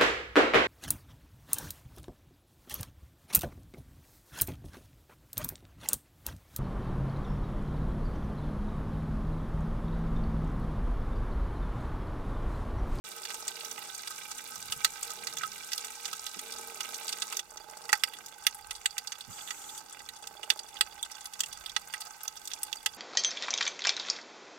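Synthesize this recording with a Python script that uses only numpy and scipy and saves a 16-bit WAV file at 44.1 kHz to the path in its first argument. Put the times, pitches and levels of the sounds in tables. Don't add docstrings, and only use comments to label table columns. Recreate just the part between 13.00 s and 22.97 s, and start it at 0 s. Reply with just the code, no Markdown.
import sys
import numpy as np
from scipy import signal
from scipy.fft import rfft, irfft, next_fast_len
from scipy.io import wavfile
from scipy.ndimage import uniform_filter1d

SR = 44100
rng = np.random.default_rng(int(sys.argv[2]) if len(sys.argv) > 2 else 0)


def file_out(sig):
    cols = np.atleast_2d(sig).T
    lim = np.clip(cols, -1, 1)
    pcm = np.round(lim * 32767).astype(np.int16)
    wavfile.write(sys.argv[1], SR, pcm)


N = 439677
TIME = np.arange(N) / SR
START_S, CUT_S = .04, 4.41


def undb(db):
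    return 10 ** (np.asarray(db) / 20)


def level(x, db):
    return x * undb(db) / np.sqrt(np.mean(x ** 2))


def by_place(pair_db, below_waves):
    return undb(pair_db[1] + below_waves * (pair_db[0] - pair_db[1]))


def walk(rate_hz):
    hold = int(SR / rate_hz)
    stairs = np.repeat(rng.standard_normal(N // hold + 1), hold)
    return 1.3 * uniform_filter1d(uniform_filter1d(stairs, hold), hold)[:N]


def clicks(times, sizes):
    return np.bincount((np.abs(times) * SR).astype(int), sizes, N)[:N]


def bins(size=4096):
    return np.arange(size // 2 + 1) * SR / size


def eq(points):
    hz, db = np.transpose(points)
    return undb(np.interp(np.log(bins() + 1), np.log(hz), db))


def bell(hz, octaves):
    return np.exp(-(np.log2((bins() + 1) / hz) / octaves) ** 2)


def through(pair, gain):
    cepstrum = irfft(np.log(np.atleast_2d(gain) + 1e-6))
    half = cepstrum.shape[-1] // 2
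    cepstrum[..., 1:half] *= 2
    cepstrum[..., half + 1:] = 0
    ring = irfft(np.exp(rfft(cepstrum)))
    return signal.fftconvolve(pair, ring, axes=-1)[:, :pair.shape[1]]


def mic_pair(pair, alike=0.61, apart_hz=3600):
    count = pair.shape[1]
    size = next_fast_len(count + count % 2)
    left, right = rfft(pair, size)
    share = alike / (1 + (bins(size) / apart_hz) ** 4)
    left = share * right + np.sqrt(1 - share ** 2) * left
    return irfft(np.array([left, right]), size)[:, :count]


def left_mic(edge_hz=11200, leak_db=-17):
    return np.sqrt(1 / (1 + (bins() / edge_hz) ** 40) + undb(2 * leak_db))


def panned(pan_db):
    return level(undb(np.array([[pan_db], [0]])), 0)


def wash(points, pan_db, alike):
    noise = mic_pair(rng.standard_normal((2, N)), alike)
    return level(through(noise, eq(points)), 0) * panned(pan_db)


# f/Hz, width/Hz, pan/dB, near snaps/dB, chorus below the waves/dB, chorus at the sea bed/dB
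HOUSING_MODES = [(475, 56, -6, -8.5, -30, -28), (608, 185, -10.5, -17, -17.5, -14),
                 (730, 28, -50, -34, -12, -4), (845.5, 64, -15, -3.5, -10.5, -6.5),
                 (1164, 440, -13, -17, -13.5, -8.5), (1284, 61, -24, 1, 0.5, -0.5),
                 (1539, 90, -13, -3, -2, -0.5), (1636, 620, -7.5, -8, -28, -21),
                 (1958, 97, -33, 1.5, -9, -7), (2108, 83, -5.5, -7.5, -11.5, -8.5),
                 (2344, 115, -12.5, -9.5, -5, -8.5), (2610, 144, -29, -1.5, -10, -7.5),
                 (2854, 210, -9, -0.5, -8.5, -9), (3440, 336, -17.5, 2.5, -9, -12),
                 (3634, 120, -21, -2, -9.5, -12), (3917, 220, -11.5, -3.5, -8, -16),
                 (4275, 220, -37, -3, -10, -12), (4673, 135, -19.5, 2, -6.5, -6.5),
                 (5230, 590, -10.5, -5.5, -9.5, -11.5), (5940, 300, -26, -4, -7.5, -10.5),
                 (6710, 1420, -6, -8.5, -11, -11.5), (8130, 1760, 8, -18, -18.5, -21),
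                 (9600, 3100, 4, -21, -21, -23.5), (12820, 3460, -43, -16, -15.5, -17.3),
                 (14300, 150, 13, -26, -44, -60)]
def housing(column, bass_hz=330):
    modes = np.array(HOUSING_MODES, float)
    hz, width_hz, pan_db = modes[:, :3].T
    drive_db = modes[:, column]
    peaks = 1 / (1 + ((bins()[:, None] - hz) / (0.59 * width_hz)) ** 2) ** 2
    left = np.sqrt(peaks @ undb(drive_db + pan_db) ** 2) * left_mic()
    right = np.sqrt(peaks @ undb(drive_db) ** 2)
    return np.array([left, right]) * bins() / np.hypot(bins(), bass_hz)


def ticks(per_s, spread_db, fizz_db, scatter_s):
    when, rank = rng.random((int(per_s * N / SR), 2)).T
    sizes = undb(spread_db * np.minimum(-np.log(1 - rank), 3.6))
    hits = np.bincount((when * N).astype(int), sizes ** 2, N)
    decay = np.exp(-2 * np.arange(1024) / SR / scatter_s)
    power = np.abs(signal.fftconvolve(hits, decay)[:N])
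    return rng.standard_normal((2, N)) * np.sqrt(power / power.mean() + undb(2 * fizz_db))


def chorus(body, per_s, spread_db, fizz_db, scatter_s, directions=7):
    colours = np.array([.16 + bell(hz, .5) for hz in np.geomspace(2700, 11500, directions)])
    colours /= np.sqrt(np.sum(colours ** 2, axis=0))
    out = 0
    for colour in colours:
        crackle = mic_pair(ticks(per_s / directions, spread_db, fizz_db, scatter_s))
        out = out + through(crackle, body * colour)
    return level(out, 0)


# t/s, level/dB
CRACKLE_RIDE = [
    [(4.44, -58), (4.586, -56.5), (4.958, -50.5), (5.296, -55), (5.744, -54), (6.25, -53)],
    [(6.85, -55), (7.17, -55.5), (8.53, -52.5), (9.25, -53), (9.66, -51.5), (9.95, -53.5)],
]
def sea_bed_swell():
    times, db = np.vstack(CRACKLE_RIDE).T
    return undb(np.interp(TIME, times, db))


def distant_shrimp(below_waves, shallow_db=-43.5, deep_trim_db=3):
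    shallow = chorus(housing(column=4), per_s=900, spread_db=4.9, fizz_db=-6.5, scatter_s=.0032)
    deep = chorus(housing(column=5), per_s=400, spread_db=5.3, fizz_db=-5.5, scatter_s=.0034)
    shallow *= undb(shallow_db)
    deep *= sea_bed_swell() * undb(deep_trim_db)
    return below_waves * shallow + (1 - below_waves) * deep


# middle t/s, length/s, churn level/dB, rumble level/dB
WATER_SURGES = [(1.7, 0.23, -65, -67), (2.23, 0.88, -61, -78), (5.668, 0.16, -74, -67),
                (7.902, .35, -81, -66.5), (8.58, 0.52, -71, -69), (9.45, 0.55, -71, -74)]
def surging(steady, column, drift_db=3.0):
    power = steady ** 2
    for surge in WATER_SURGES:
        middle_s, length_s = surge[:2]
        power = power + undb(surge[column]) ** 2 * np.exp(-(2 * (TIME - middle_s) / length_s) ** 2)
    return np.sqrt(power) * undb(drift_db * walk(7.2))


def water(below_waves, churn_db=(-69.5, -71.5), rumble_db=(-76.5, -75)):
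    flow = wash([(100, -7.5), (200, -4.5), (300, 3), (470, 4.5), (700, -7), (1200, -18.5)], 0.38, 0.12)
    flow *= undb(-69.5 + 3.8 * walk(2.98))
    churn = wash([(50, -19), (100, -4), (160, 3), (230, -1.5), (400, -22.5)], -1.6, 0.018)
    churn *= surging(by_place(churn_db, below_waves), column=2)
    rumble = wash([(12, -30), (35, -4.5), (70, -6.5), (110, -14), (220, -38)], -7.5, 0.37)
    rumble *= surging(by_place(rumble_db, below_waves), column=3)
    drone_eq = [(600, -30.5), (760, -7), (815, 7.5), (880, 6.5), (950, -10), (1150, -28.5)]
    drone = wash(drone_eq, -10.5, 0.96) * undb(-57.5 + 2 * walk(5.4))
    return flow + churn + rumble + drone


# f/Hz, level/dB
STEP_EQ = [(150, -29), (240, -20), (300, -12.5), (370, -1), (425, -7.5), (465, 8.5), (520, -13), (615, 6.5),
           (700, -6), (840, 9), (980, -4.5), (1300, -0.5), (1560, -4.5), (2000, -21)]
FRAME_HZ = 23.976
def lens_steps(frame_phase, running, rattle_db=-6, rattle_s=.008):
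    times = TIME[1:][np.diff(frame_phase) < -.5]
    late, strength = rng.standard_normal((len(times), 2)).T
    knocks = level(clicks(times + .0012 * late, undb(1.5 * strength)), 0)
    rattle = mic_pair(rng.standard_normal((2, N))) * level(np.exp(-frame_phase / FRAME_HZ / rattle_s), 0)
    drive = (knocks + undb(rattle_db) * rattle) * running
    return through(drive, level(eq(STEP_EQ), 0)) * panned(-13.5)


# multiple of the turning rate, relative level/dB
BUZZ_PARTIALS = [(5, -21.5), (6, -22), (8, -20), (9, -16), (10, -18), (11, -5), (15, -14.5)]
def lens_buzz(turn_hz=41.6):
    turns = np.cumsum(turn_hz * (1 + .004 * walk(14))) / SR
    return sum(np.sin(2 * np.pi * (multiple * turns + rng.random())) * undb(db + 2 * walk(10))
               for multiple, db in BUZZ_PARTIALS)


# start t/s, end t/s, drive level/dB
MOTOR_RUNS = [(0.034, 0.92, -58.5), (2.025, 2.405, -60), (3.383, 4.42, -58), (4.47, 4.93, -55.5),
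              (7.17, 7.3, -61), (7.28, 7.69, -55.5)]
def lens_motor(below_waves, idle_db=(-67.5, -70), run_whirr_db=(-4.5, -11), buzz_db=(2, -14)):
    step_phase = np.where(TIME < CUT_S, .2, .32)
    frame_phase = (TIME * FRAME_HZ - step_phase) % 1
    beats = .6 + .4 * np.cos(4 * np.pi * (frame_phase - .06))
    running = sum(undb(db) * np.clip(np.minimum(TIME - start, end - TIME) / 0.038, 0, 1)
                  for start, end, db in MOTOR_RUNS)
    steps = lens_steps(frame_phase, running)
    buzz = lens_buzz() * running * by_place(buzz_db, below_waves)
    whirr = wash([(150, -25), (240, -16), (300, -11.5), (370, -1.5), (460, 10), (500, -5),
                  (610, -6.5), (900, 1), (1400, -34)], 0.4, 0.59)
    idle = by_place(idle_db, below_waves) * undb(5.7 * walk(2.14))
    effort = idle + running * by_place(run_whirr_db, below_waves)
    return steps + whirr * beats * effort + buzz


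# f/Hz, level below the waves/dB, level at the sea bed/dB, pan/dB
HUM_TONES = [(207, -74, -93, -29), (248.5, -72, -80, -36), (329, -75, -86, -6), (370, -74.5, -83.5, -2),
             (420, -71, -95, 3), (470.4, -67.5, -75, 3)]
def motor_hum(below_waves):
    out = 0
    for hz, shallow_db, deep_db, pan_db in HUM_TONES:
        phase = 2 * np.pi * np.cumsum(hz * (1 + .012 * walk(24))) / SR
        waver = undb(3.5 * walk(16) + 2 * walk(3))
        out = out + np.sin(phase) * by_place((shallow_db, deep_db), below_waves) * waver * panned(pan_db)
    return out


# t/s, level before trim/dB, body/dB, wood/dB, treble/dB, pan/dB, ring f/Hz, ring lift/dB, notch f/Hz
NEAR_SNAPS = [(0.2514, -38.5, 1, 7, 6, -7, 4350, 6.5, 1070), (0.3027, -40, 10, 3, 8, -7, 2350, 15, 14730),
              (0.3425, -39.5, 10, 7, 14, -4.0, 940, 12, 1640),
              (0.4793, -32.5, -11, 6, 15, -1, 7850, 2.6, 11300),
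              (0.6076, -43, -15, 12, 1, -11.5, 4480, 11, 7440), (0.647, -40, -4, 5, 18, -6, 5580, 6, 8190),
              (0.7114, -39.5, -12, -5, 15, -7, 5780, 8, 2140),
              (0.7775, -41.5, 17, 15, -5, -15, 2750, 4.7, 1580),
              (0.9483, -42.5, -7, -7, 19, -6.0, 5960, 7, 14920),
              (1.0735, -38, -1, -2, 7, -4, 1440, 10, 6410), (1.108, -45.5, 17, 0, 13, -6.5, 2330, 7, 910),
              (1.3135, -39.5, 10, -11, 13, -3, 2260, 17, 12120),
              (1.383, -43, -15, -5, 4, -3.5, 5970, 8, 4960),
              (1.5565, -45, 15, -21, 8, -9.5, 5580, 6.6, 8460),
              (1.722, -31.5, 2.5, -5, 5, -4, 2890, 11.3, 840),
              (1.8459, -21, 9, 9, 12, -6.5, 4050, 14.3, 870),
              (2.0295, -34.5, -19, -6, 18, 0, 7900, 2.5, 11500),
              (2.1032, -39, 7, -10, 10, -6, 1200, 12, 1080),
              (2.27, -34, -2, -13.5, -2, -9.0, 2230, 12, 3260), (2.37, -37, 0, 0, 7, -6, 3440, 5.1, 4600),
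              (2.3842, -39, -7, -12, 10, -8.0, 6270, 7, 9480), (2.409, -42, 24, 22, -6, -9, 1450, 8, 870),
              (2.4331, -31.5, 15.5, 3, -4, -12, 1280, 7.8, 905),
              (2.5168, -45, -16, -15, 1, -8, 5370, 5, 3310), (2.7183, -37.5, -5, 3, 2, -5, 5200, 6.2, 770),
              (2.7316, -32, -7, -3, 8.5, -9, 5190, 7.5, 8310),
              (2.7784, -35, -20, -15, 7, -5, 1190, 8.9, 7340), (2.8455, -39, 4, 6, 14, -3.0, 1300, 6, 1570),
              (3.054, -34.5, -4.5, -9, -0.5, -9, 7540, 5, 9930),
              (3.1294, -36.5, 4.5, -5, 3.5, -7, 1250, 7, 1950),
              (3.2644, -36.5, -10, -10, -2, -11, 12290, 10, 15070),
              (3.3918, -38.5, -5, 2, 8, -3.0, 1280, 15, 1520),
              (3.522, -42.5, -12, -21, 6, -6.0, 2330, 10, 7190),
              (3.8053, -33.5, 2, 10.5, 6.5, -6, 1160, 8, 1840),
              (3.8303, -43.5, 7, 4, 3, -11.5, 5940, 21, 850),
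              (3.9429, -38, -12, -4, 7, -5.5, 6100, 7.1, 2160),
              (4.0797, -36.5, -14, -4, 6, -2, 4670, 4, 11000),
              (4.0912, -36, -9, 5, 10, -3, 4410, 6.4, 6220), (4.1263, -34, -4, -4, -1, -7, 5490, 5.4, 1730),
              (4.2203, -31, -1, -3, 2.5, -6.5, 4050, 4.3, 12390),
              (4.3246, -36, 13, 19, 13, -5.5, 1090, 18, 1770),
              (4.3684, -33, -13, 4, 16, -8, 5970, 6.4, 8500),
              (4.3923, -35.0, -9, -8, -5.5, -7, 5830, 7, 4720),
              (4.5715, -44.5, -15, -15, 2, -4.5, 6030, 9.7, 9020),
              (4.7702, -48, 0, -9, 16, 0, 4650, 6, 14820), (4.8914, -34.5, 20, 21, 10, -9, 4940, 9.3, 1660),
              (4.9288, -19, 14, 16.5, 8, -8, 4570, 3.6, 3100),
              (4.952, -40.5, 18, -1, 7, -7.5, 5060, 9, 1130),
              (5.0356, -23.5, -0.5, 9.5, 4, -8, 5400, 8.4, 6310),
              (5.1352, -44.5, -13, 2, -1, -7, 10940, 7, 5630),
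              (5.26, -44.5, -12, -10, 18, -4, 5200, 5.1, 9000),
              (5.467, -21, -5.5, 8, 7.5, -8.5, 9160, 4.9, 7630),
              (5.545, -45, 11, -16, 19, 2.0, 10600, 9, 6720),
              (5.7082, -35.5, 4, 5, 2.5, -5, 9790, 7.3, 1680),
              (5.7514, -45.5, -13, -21, -1, -9, 11340, 6, 13220),
              (5.8576, -24.5, -2.5, 4, 1, -4, 7600, 11, 5700),
              (5.907, -45.5, -5, -15, 2, -13, 4690, 9.5, 3410),
              (5.9801, -32, -4.5, 1, 6.5, -4.5, 11470, 3.7, 770),
              (6.0722, -37, -5, -13, 7, -9, 4800, 10, 11180), (6.12, -37, 2, 3, 3, -7.5, 6400, 9, 15100),
              (6.2075, -42.5, -20, -19, -8, -7, 8230, 11, 6570),
              (6.4745, -44, -2, 3, 4, -8.5, 3400, 6, 5500), (6.4855, -45.5, 6, 3, 0, -11, 3400, 5, 5500),
              (6.5058, -35, 0, 11, 7, -9.0, 1200, 10, 11730),
              (6.6912, -46.5, -7, -10, 2, -8, 3500, 8, 5500),
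              (6.7765, -43, -10, -12, 9, -1.5, 9400, 5.2, 4470),
              (6.9255, -45.5, 15, 0, 22, 4, 1570, 7, 13420), (7.0882, -41, -3, 5, 7, -7, 4070, 11, 5490),
              (7.2712, -41.0, -20, -5, 7, -4, 12840, 5.4, 11130),
              (7.4304, -39.5, -2, 14, 3, -9, 3140, 9, 1850), (7.439, -48, 12, 3, 10, 1, 840, 15, 1740),
              (7.5016, -20.5, -7, -1, -6, -10.5, 10520, 8.3, 1190),
              (7.591, -38.5, -7, -6, 5, -6.5, 4680, 9.7, 13880),
              (7.7669, -43.5, 1, -3, -9, -16, 3090, 12, 1300),
              (7.8091, -21, -2.5, -3, -1.5, -6, 8000, 7.9, 6270),
              (8.0276, -33, -18, -6, 15, -2.5, 3450, 24, 5070),
              (8.1161, -44, -5, -11, 8, -7, 5520, 10, 2530),
              (8.2073, -46.5, -12, -5, 10, -1.5, 1260, 12, 13500),
              (8.2554, -40.5, -3, -12, 7, -2, 10210, 13, 9000),
              (8.335, -43, -13, 2, 9, -2.0, 10480, 7, 15460), (8.392, -42, 6, -1, 10, -5, 5790, 6, 10900),
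              (8.4043, -27.5, -4, -1, 15, -1.5, 3160, 9.9, 10700),
              (8.4346, -35.5, -2, 7, 11, -6, 3010, 14, 11510),
              (8.4598, -44.5, -2, -6, 8, -2, 7540, 6, 1290),
              (8.5272, -41.5, -10, -7, 7, -4, 6400, 9.5, 7060),
              (8.6602, -38, -9, -11, -2, -11, 3280, 5.5, 6550),
              (8.6946, -42, -20, -8, -2, -15.0, 3380, 5.9, 2670),
              (8.7636, -26.5, 0, 0, -7.5, -11, 6500, 4.7, 14960),
              (8.9371, -34, 9, 13.5, 3.5, -6.5, 8930, 17, 8140),
              (9.0058, -41.5, 4, -1, 19, 0, 4640, 8, 6830), (9.0155, -42.5, -7, -1, 7, -9, 4670, 8.2, 1500),
              (9.2323, -41.5, -7, 0, 33, -6, 13370, 9, 7260),
              (9.2475, -50, -7, 3, 22, -4.5, 13000, 6, 7000), (9.4535, -45, -13, -8, 16, -1, 6000, 6, 2100),
              (9.2783, -34, -16, -18, 6, -7, 6390, 9.6, 8000),
              (9.3707, -45.5, -2, -10, 8, -9.5, 5560, 11, 9560),
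              (9.4743, -39.5, -11, -22, 8, -3.5, 14670, 4, 1390),
              (9.5147, -41, -8, 1, 2, -12, 3360, 3.9, 8190),
              (9.5342, -36.5, -11, -10, 4, -6.0, 5730, 7, 12700),
              (9.6313, -32, -15, -1, 25.5, -0.5, 990, 4, 6950),
              (9.728, -33, -25, -5, -0.5, -12, 2900, 4.4, 8920),
              (9.86, -26, 7, 3.5, 4.5, -6, 3090, 6.2, 1350)]
def shrimp_snaps(rows, trim_db=1.26, notch_db=-12, size=4096):
    out, t = np.zeros((2, N + size)), np.arange(size) / SR
    shell = housing(column=3)
    reef_tail = undb(-14) * np.exp(-t / .0105)
    attack = np.minimum(t / .0012 + .2, 1)
    release = np.exp(-(t / .055) ** 4)
    head = int(.017 * SR)
    for s, db, body_db, wood_db, treble_db, pan_db, ring_hz, ring_db, notch_hz in rows:
        noise, start = rng.standard_normal((2, size)), int(s * SR)
        if start >= N:
            continue
        scatter_s = 0.004 * 2 ** (body_db / 40 + (-20.5 - db) / 24.5)
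        reflections = attack * np.exp(-(t / scatter_s) ** 1.5)
        crack = mic_pair(noise * (reflections + reef_tail))
        flatten = uniform_filter1d(uniform_filter1d(np.abs(rfft(crack)) ** 2, 45), 31) ** -.5
        colour = eq([(200, body_db - 17), (600, body_db - 8.5), (820, body_db), (1300, body_db),
                     (2100, wood_db), (3800, 0), (7500, treble_db), (10000, treble_db - 1)])
        path = undb(ring_db * bell(ring_hz, 0.18) + notch_db * bell(notch_hz, 0.22))
        snap = through(crack, flatten * shell * colour * path) * release
        snap /= np.sqrt(np.mean(snap[:, :head] ** 2, axis=1, keepdims=True))
        out[:, start:start + size] += snap * undb(db) * panned(pan_db)
    return out[:, :N] * undb(trim_db)


STRAY_TRAITS = [(-50.5, 0.67), (-2, 6.2), (-6, 5), (4.5, 4.4), (0, 3), (4500, 1220), (2.5, 1.1),
                (7500, 2800)]
def stray_snaps(count=80, per_s=4.5):
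    times = START_S + np.cumsum(rng.exponential(size=count)) / per_s
    mean, spread = np.transpose(STRAY_TRAITS)
    traits = mean + spread * np.clip(rng.standard_normal((count, len(mean))), -2, 2)
    return shrimp_snaps(np.column_stack([times, traits]))


# t/s, f/Hz, peak level before trim and pan/dB, decay/s
HOUSING_BUMPS = [(1.575, 120, -53, 0.012), (1.69, 135, -51, 0.016), (1.755, 150, -53, 0.017),
                 (3.359, 280, -49, 0.017), (6.275, 150, -50, 0.022), (6.28, 90, -60, .03)]
def bumps(trim_db=6):
    out, t = np.zeros((2, N)), np.arange(SR // 4) / SR
    for s, hz, db, decay_s in HOUSING_BUMPS:
        envelope = t / decay_s * np.exp(1 - 2 * t / decay_s)
        push = mic_pair(rng.standard_normal((2, len(t))), alike=0.52) * envelope
        tone = eq([(hz / 3, -20), (hz / 1.5, -4), (hz, 0), (hz * 1.5, -6), (hz * 3, -32), (hz * 8, -80)])
        thud, start = through(push, tone), int(s * SR)
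        out[:, start:start + len(t)] += thud / np.abs(thud).max() * undb(db + trim_db) * panned(-15)
    return out


# f/Hz, decay/s, level against the crackle's ride/dB
WALL_MODES = [(3424, 0.0048, -11.5), (4704, 0.0055, -10)]
def wall_pings(below_waves, count=170, spread_db=4.0):
    times = rng.uniform(CUT_S, N / SR, count)
    out, t = 0, np.arange(4096) / SR
    for hz, decay_s, db in WALL_MODES:
        sizes = undb(spread_db * np.clip(rng.standard_normal(count), -2, 2))
        envelope = signal.fftconvolve(clicks(times, sizes), np.exp(-t / .002))[:N]
        scattered = envelope * rng.standard_normal(N)
        ring = np.sin(2 * np.pi * hz * t) * np.exp(-t / decay_s)
        out = out + level(signal.fftconvolve(scattered, ring)[:N], db)
    return out * sea_bed_swell() * (1 - below_waves) * panned(-19)


# f/Hz, level/dB
HISS_EQ = [(900, -9.5), (1320, 0.5), (1800, -9), (4700, -7), (5300, -9), (6000, 0.5), (8400, -3.5),
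           (9000, -10), (11000, -14), (14000, -6), (15500, -31)]
# f/Hz, width/octaves, lift/dB
HISS_WHISTLES = [(1326, 0.057, 6.7), (7070, .05, 5.5), (8000, .03, 8.7), (13800, .07, 4)]
def hiss(start_s=6.3, end_s=6.8, edge_s=0.016, level_db=-47):
    gate = np.clip(np.minimum(TIME - start_s, end_s - TIME) / edge_s + .5, 0, 1)
    right_tone = eq(HISS_EQ) * undb(sum(db * bell(hz, octaves) for hz, octaves, db in HISS_WHISTLES))
    left_tone = right_tone * left_mic() * eq([(1300, -13), (4500, -19), (6500, -1), (9000, 2)])
    noise = mic_pair(rng.standard_normal((2, N)))
    return level(through(noise, np.array([left_tone, right_tone])), level_db) * gate


def scene():
    below_waves = np.clip((CUT_S - TIME) / .01 + .5, 0, 1)
    opening = np.clip((TIME - START_S) / 0.00019, 0, 1)
    snaps = shrimp_snaps(NEAR_SNAPS) + stray_snaps()
    shrimp = snaps + distant_shrimp(below_waves) + wall_pings(below_waves)
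    backdrop = water(below_waves) + lens_motor(below_waves) + bumps() + motor_hum(below_waves) + hiss()
    return opening * (shrimp + backdrop)


def record(dry, top_hz=16000):
    lowpass = signal.ellip(8, .2, 70, top_hz, fs=SR, output="sos")
    return signal.sosfilt(lowpass, np.tanh(dry))


dry = scene()
out = record(dry)
file_out(out)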